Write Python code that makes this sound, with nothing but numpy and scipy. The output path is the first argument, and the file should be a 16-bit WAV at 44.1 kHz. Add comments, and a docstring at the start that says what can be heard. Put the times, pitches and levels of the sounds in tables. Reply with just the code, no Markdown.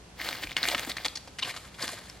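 """Lizard in dry grass

A lizard scrambles off a log, lands in dry grass and runs away in three dashes, in quiet woodland.
Blades brush its body as a fine crackle, dead leaves crunch, stalks snap and its feet thud softly.
Behind it lie a faint hiss of air and a low hum. Two closely spaced microphone ports listen."""
import sys
import numpy as np
from scipy import signal
from scipy.fft import rfft, irfft
from scipy.io import wavfile

SR = 44100
rng = np.random.default_rng(int(sys.argv[2]) if len(sys.argv) > 2 else 0)


def master(y):
    """Save y as 16-bit WAV."""
    cut = np.clip(np.atleast_2d(y).T, -1, 1)
    pcm = np.round(cut * 32767)  # scale
    wavfile.write(sys.argv[1], SR, pcm.astype(np.int16))


N = 97020  # 2.2 seconds
TIME_S, FREQS_HZ = np.arange(N) / SR, np.fft.rfftfreq(N, 1 / SR)


def amp(db):
    """Turns decibels into a multiplier."""
    return 10 ** (np.asarray(db) / 20)


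def unit(x):
    """Scales a sound to an average (rms) level of 1."""
    return x / np.sqrt(np.mean(x ** 2) + 1e-20)


def read(points, hz):
    """Reads between a table's rows, on a log-frequency scale."""
    freqs, values = np.transpose(points)
    return np.interp(np.log(hz + 1), np.log(freqs + 1), values)


def add(mix, start_s, sound):
    """Mixes a sound in at its start time."""
    part = mix[max(round(start_s * SR), 0):][:len(sound)]
    part += sound[:len(part)]


def colour(x, tone, size=4096):
    """Shapes bass and treble to a tone table, with no ringing ahead of a click."""
    log_gain = np.log(amp(read(tone, abs(np.fft.fftfreq(size, 1 / SR)))))
    taps = np.fft.ifft(np.exp(np.conj(signal.hilbert(log_gain)))).real[:size // 2]
    return signal.fftconvolve(x, taps)[:len(x)]


def resonate(x, hz, width_hz):
    """Makes a sound ring around one pitch."""
    r = np.exp(-np.pi * width_hz / SR)
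    return signal.lfilter([1 - r, 0, r - 1], [1, -2 * r * np.cos(2 * np.pi * hz / SR), r * r], x)


def clicks(n, per_s, spread_db):
    """Tiny random breaks, a few much louder than the rest."""
    size = amp(spread_db * np.minimum(rng.exponential(1, n), 4))
    return size * rng.choice([-1, 1], n) * (rng.random(n) < per_s / SR)


def drift(rate_hz):
    """A smooth random wobble."""
    return unit(irfft(rfft(rng.standard_normal(N)) * np.exp(-(FREQS_HZ / rate_hz) ** 2), N))


def ports(shared, apart, likeness):
    """Makes left and right: likeness 1 is the same, 0 unrelated, -1 opposite."""
    alike = np.clip(read(likeness, FREQS_HZ), -1, 1)
    mid = rfft(shared) * np.sqrt((1 + alike) / 2)
    side = rfft(apart) * np.sqrt((1 - alike) / 2)
    return irfft(np.array([mid + side, mid - side]), N)


# The air's tone: frequency_hz, level_db
AIR_TONE = [(12, -32), (25, -19), (70, -5), (180, -7.5), (320, -12.5), (800, -16), (1400, -21), (4400, -24),
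            (6500, -26), (11500, -34), (13500, -47), (16000, -62)]
# How alike the air is left and right: frequency_hz, likeness
AIR_LIKENESS = [(60, .99), (130, 0.98), (400, 0.68), (1400, 0.26), (3100, 0.36), (15000, -0.61)]

def air():
    """Woodland air hisses faintly."""
    hiss = [unit(colour(rng.standard_normal(N), AIR_TONE)) for _ in range(2)]
    return amp(-51.5) * ports(*hiss, AIR_LIKENESS)


def hum(pitch_hz=57.6, waver=0.44):
    """A low note wavers, with a weaker one an octave up."""
    phase = 2 * np.pi * pitch_hz * TIME_S + waver * drift(5.6)
    low = np.sin(phase) * (1 + waver * drift(5.5))
    octave = amp(-5) * np.sin(2 * phase) * drift(6.8)
    return amp(-58.5) * unit(low + octave)


# How strongly each move brushes the grass: time_s, rustle_db, fizz_db
LEAP = [(0.16, -56, -93), (0.182, -50, -58), (0.214, -31, -48.5), (0.236, -39, -50.5), (0.266, -33, -44),
        (0.392, -41.5, -55), (0.442, -37, -46), (0.45, -47.5, -52.5), (0.52, -44.5, -58), (0.542, -55, -78),
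        (0.56, -57, -60)]
FIRST_DASH = [(0.562, -42, -69), (.59, -37, -56), (0.619, -38.5, -53), (.645, -36.5, -45),
              (.695, -31.5, -38), (.725, -31.5, -41.5), (.765, -43, -53), (.79, -38.5, -43),
              (.835, -36.5, -47.5), (.865, -44.5, -49), (.9, -38.5, -41.5), (.945, -53.5, -63),
              (1.001, -42, -58), (1.034, -46, -55), (1.07, -42.5, -49), (1.135, -82, -61), (1.18, -53, -58),
              (1.24, -63, -62.5), (1.321, -62, -68)]
SECOND_DASH = [(1.38, -68, -62), (1.417, -43.5, -59), (1.445, -39, -49.5), (1.49, -34, -43.5),
               (1.529, -45.5, -53.5), (1.58, -48.5, -50), (1.62, -52.5, -56.5), (1.669, -51.5, -53.5),
               (1.71, -58.5, -72)]
THIRD_DASH = [(1.775, -54, -57), (1.799, -40.5, -51.5), (1.83, -34, -39), (1.865, -37.5, -44.5),
              (1.92, -40.5, -43), (1.98, -45.5, -54), (2.04, -48.5, -55), (2.1, -49.5, -53),
              (2.2, -60, -69)]
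# The tone of the blades and of their tips: frequency_hz, level_db
RUSTLE_TONE = [(60, -39), (150, 5.5), (450, 1), (1000, -0.5), (1900, 0.5), (3000, -3), (4400, -1),
               (6000, -10.5), (8000, -20), (16000, 1)]
FIZZ_TONE = [(100, -52), (3500, -34), (7000, 5.5), (10500, 0), (13000, 1.5), (14500, 0.5), (16000, -39)]
# How alike the fizz is left and right: frequency_hz, likeness
FIZZ_LIKENESS = [(3000, .8), (7000, .5), (15000, 0.71)]

def grass_rustle(count=60, ticks_per_s=7000, spread_db=3.5, ring_s=0.00058):
    """Many blades tick against the body and ring briefly; their dry tips add fizz."""
    times, rustle_db, fizz_db = np.vstack([LEAP, FIRST_DASH, SECOND_DASH, THIRD_DASH]).T
    blades = np.zeros(N)
    for pitch_hz in np.linspace(500, 6500, count):
        ticks = clicks(N, ticks_per_s / count, spread_db)
        blades += unit(resonate(ticks, pitch_hz, 1 / (np.pi * ring_s)))
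    plain_ticks = unit(clicks(N, ticks_per_s, spread_db))
    rustle = unit(colour(amp(4.5) * unit(blades) + plain_ticks, RUSTLE_TONE))
    rustle *= amp(np.interp(TIME_S, times, rustle_db, left=-np.inf) - 2.02)
    tips = [colour(clicks(N, per_s=4000, spread_db=5), FIZZ_TONE) for _ in range(2)]
    fizz = unit(ports(*tips, FIZZ_LIKENESS))
    fizz *= amp(np.interp(TIME_S, times, fizz_db, left=-np.inf) - 1.5)
    clumps = unit(amp(1.76 * drift(rate_hz=84)))  # blades catch and let go in clumps
    return clumps * (rustle + fizz)


# Leaves crushed or swept aside: start_s, length_s, level_db, pitch_hz, width_hz, ring_vs_crackle_db
LEAF_CRUNCHES = [(.197, 0.0039, -36, 1760, 800, 16), (0.263, 0.019, -40, 1800, 1370, 17),
                 (0.434, 0.007, -32.5, 2030, 1460, 7), (.526, 0.0029, -40.5, 3250, 1490, 15),
                 (0.566, 0.0033, -30, 2800, 900, -22), (0.575, 0.0095, -31, 1780, 1480, 4),
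                 (0.635, 0.0092, -30, 3950, 900, -30), (0.675, 0.015, -32, 2230, 1180, 10),
                 (0.711, 0.011, -35.5, 3440, 900, -23), (0.729, 0.017, -37, 630, 350, 10),
                 (.748, 0.0031, -25.5, 1540, 1300, 14), (0.783, .007, -35, 2380, 1200, 0),
                 (0.894, 0.013, -33.5, 3540, 1200, -42), (.911, 0.0099, -42, 3700, 880, -24),
                 (0.967, 0.0048, -33.5, 3750, 915, -13), (1.051, .011, -26, 1150, 400, -14),
                 (1.155, 0.0085, -33.5, 4580, 1770, 2.5), (1.171, 0.0038, -34, 4770, 1500, -0.5),
                 (1.275, 0.0059, -43.5, 860, 600, -3.5), (1.386, 0.012, -34, 2400, 700, -11),
                 (1.423, 0.01, -29.5, 3750, 694, 24), (1.425, 0.0065, -37.5, 1000, 197, 17),
                 (1.426, 0.0083, -27, 2820, 400, 10), (1.445, .005, -35.5, 2780, 696, 3),
                 (1.5, .011, -39.5, 2040, 900, -6), (1.539, 0.0088, -43.5, 1490, 400, 2),
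                 (1.563, 0.012, -37.5, 1260, 394, -6), (1.646, 0.011, -47.5, 1360, 615, -1.5),
                 (1.741, 0.0087, -50.5, 3420, 900, -27), (1.784, .012, -43.5, 1260, 910, 6),
                 (1.823, 0.0057, -31, 4370, 940, 4), (1.832, 0.012, -40.5, 1080, 700, 3),
                 (1.888, 0.0039, -33, 1120, 700, 1), (1.924, 0.017, -42.5, 463, 400, -1.5),
                 (1.973, 0.0056, -48, 1160, 600, -1)]
# The tone of a leaf's crackle: frequency_hz, level_db
CRACKLE_TONE = [(60, -38), (200, -18.5), (500, -9.5), (1200, -4.5), (2200, -1.5), (4500, 0.5), (6000, -8.5),
                (8500, -12.5), (13000, -22), (16000, -19)]

def leaf_crunches(rise_s=0.00043, fall_s=0.0038):
    """A leaf collapses in a burst of tiny breaks that make it ring."""
    out, t = np.zeros(N), TIME_S[:2048]
    for start_s, length_s, level_db, pitch_hz, width_hz, ring_db in LEAF_CRUNCHES:
        breaks = clicks(len(t), per_s=4200, spread_db=3)
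        crackle = unit(colour(breaks, CRACKLE_TONE))
        ring = resonate(resonate(breaks, pitch_hz, width_hz), pitch_hz, 2 * width_hz)
        push = np.minimum(t / rise_s, 1) * np.exp(-np.maximum(t - length_s, 0) / fall_s)
        leaf = push * (crackle + amp(ring_db) * unit(ring))
        add(out, start_s, amp(level_db) * unit(leaf) * np.sqrt(np.mean(push ** 2)))
    return out


# Stalks and claws snapping: start_s, level_db, pitch_hz, fade_s, crack_vs_ring_db
STALK_SNAPS = [(0.2158, -25, 2120, 0.00052, -2), (0.266, -28, 1590, 0.00035, -8),
               (0.2889, -17, 4000, 0.00068, -4), (.3288, -20, 2230, 0.0006, -5),
               (0.4371, -19.5, 2530, 0.00037, -17), (.472, -24.5, 2400, .001, -11),
               (.4942, -28.5, 2960, .0008, -12), (.5, -31, 2600, 0.0014, -10),
               (0.51, -25.5, 3600, .0006, -6), (0.5169, -22.5, 2250, 0.00056, -27),
               (.5668, -6.5, 2980, 0.00062, -29), (.5693, -16, 3570, 0.00058, 0),
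               (0.6306, -8, 4030, 0.00073, -11.5), (0.6377, -14.5, 1710, 0.0008, -14),
               (.654, -16, 2230, 0.001, -4), (.6636, -19, 11200, 0.00028, -19),
               (0.6868, -9, 3850, 0.00042, -2), (.7002, -14, 2900, 0.00035, -26),
               (.7476, -6.5, 2800, 0.00036, -29), (0.7488, -18.5, 1400, 0.001, -10),
               (0.7805, -20, 3800, .0005, -0.5), (.795, -20.5, 12700, 0.00056, 4),
               (.8496, -25, 7140, 0.00059, 0.5), (0.909, -26, 3870, 0.00023, -12),
               (0.9174, -17.5, 3820, 0.00071, -10), (0.9691, -20.5, 1740, .0006, -25),
               (.9833, -18.5, 2300, 0.00052, -21), (1.0476, -17.5, 3800, 0.00088, -7),
               (1.053, -22, 2480, 0.00019, 1), (1.083, -15, 4300, 0.00042, -28),
               (1.3868, -28, 3000, 0.00064, -6.5), (1.8271, -22.5, 4300, 0.0003, -7),
               (1.8794, -21.5, 1580, 0.0004, 5.5), (2.0993, -31, 5500, 0.00068, 1)]
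# The tone of the crack: frequency_hz, level_db
CRACK_TONE = [(30, -45), (150, -15), (500, -6), (2000, 4.5), (4800, -3), (6200, -3), (9500, -12),
              (13000, -12), (16000, -31)]

def stalk_snaps(rise_s=0.00006, crack_s=0.00048, boost_db=1):
    """Each stalk breaks with a bright crack and rings for an instant."""
    out, t = np.zeros(N), TIME_S[:1024]
    for start_s, level_db, pitch_hz, fade_s, crack_db in STALK_SNAPS:
        ring = np.sin(2 * np.pi * pitch_hz * t) * np.exp(-t / fade_s) * (1 - np.exp(-t / rise_s))
        crack = colour(rng.standard_normal(len(t)) * np.exp(-t / crack_s), CRACK_TONE)
        snap = ring + amp(crack_db) * crack / abs(crack).max()
        add(out, start_s, amp(level_db + boost_db) * snap)
    return out


# Landings and footfalls: start_s, level_db, pitch_hz, fade_s
THUDS = [(0.439, -37.5, 140, 0.011), (0.454, -43.5, 50, 0.038), (.567, -42.5, 139, 0.013),
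         (.635, -40, 190, 0.012), (.68, -37, 263, 0.0095), (0.743, -37, 176, 0.015),
         (.872, -36.5, 264, 0.015), (.895, -41, 142, 0.0097), (1.057, -35.5, 300, 0.0054),
         (1.834, -37, 270, 0.016)]

def thuds(rise_s=0.0012):
    """Feet and body hit log and ground with soft, dull bumps."""
    out, t = np.zeros(N), TIME_S[:8192]
    for start_s, level_db, pitch_hz, fade_s in THUDS:
        push = np.minimum(t / rise_s, 1) * np.exp(-t / fade_s)
        bump = push * rng.standard_normal(len(t))
        for _ in range(2):
            bump = resonate(bump, pitch_hz, width_hz=1.5 * pitch_hz)
        add(out, start_s, amp(level_db) * unit(bump) * np.sqrt(np.mean(push ** 2)))
    return out


# The treble cut on the later dashes: frequency_hz, gain_db
LATE_TREBLE = [(20, -0.5), (7000, 0), (11500, -1), (13000, -8.5), (16000, -18)]

def soften_treble(bright, start_s=0.82, end_s=1.3):
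    """The highest treble fades, so the later dashes sound duller."""
    blend = np.clip((TIME_S - start_s) / (end_s - start_s), 0, 1)
    dull = irfft(rfft(bright) * amp(read(LATE_TREBLE, FREQS_HZ)), N)
    return (1 - blend) * bright + blend * dull


def echo_cloud(x, fade_s):
    """Many tiny echoes blur together and die away."""
    t = TIME_S[:16384]
    tail = rng.standard_normal(len(t)) * np.exp(-t / fade_s) * (1 - np.exp(-2 * t / fade_s))
    return signal.fftconvolve(x, tail / np.linalg.norm(tail))[:N]


# How alike the echoes are left and right: frequency_hz, likeness
ECHO_LIKENESS = [(60, 1), (600, 0.9), (1400, 1), (3100, 1), (6800, -0.37), (15000, 1)]

def echoes(pair):
    """Sound bounces off the nearby ground and lingers among the trunks."""
    mono, clouds = pair.mean(0), []
    for _ in range(2):
        ground = amp(-9.5) * echo_cloud(mono, fade_s=0.0034)
        trunks = amp(-14.5) * echo_cloud(mono, fade_s=0.066)
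        clouds.append(ground + trunks)
    return ports(*clouds, ECHO_LIKENESS)


def from_left(pair, lead_s=0.00002):
    """The left port hears the sound slightly earlier and louder."""
    lead = np.exp(1j * np.pi * FREQS_HZ * lead_s) * amp(0.5)
    return irfft(rfft(pair) * np.array([lead, 1 / lead]), N)


def scene():
    """The lizard flees, a little to the left, over the air and the hum."""
    lizard = soften_treble(stalk_snaps() + leaf_crunches() + thuds() + grass_rustle())
    return from_left(lizard + echoes(lizard)) + air() + hum()


def record(dry, cutoff_hz=15900):
    """Cuts off the very highest treble."""
    taps = signal.firwin(511, cutoff_hz, window=("kaiser", 9), fs=SR)
    return signal.oaconvolve(dry, taps[None], "same")


dry = scene()
out = record(dry)
master(out)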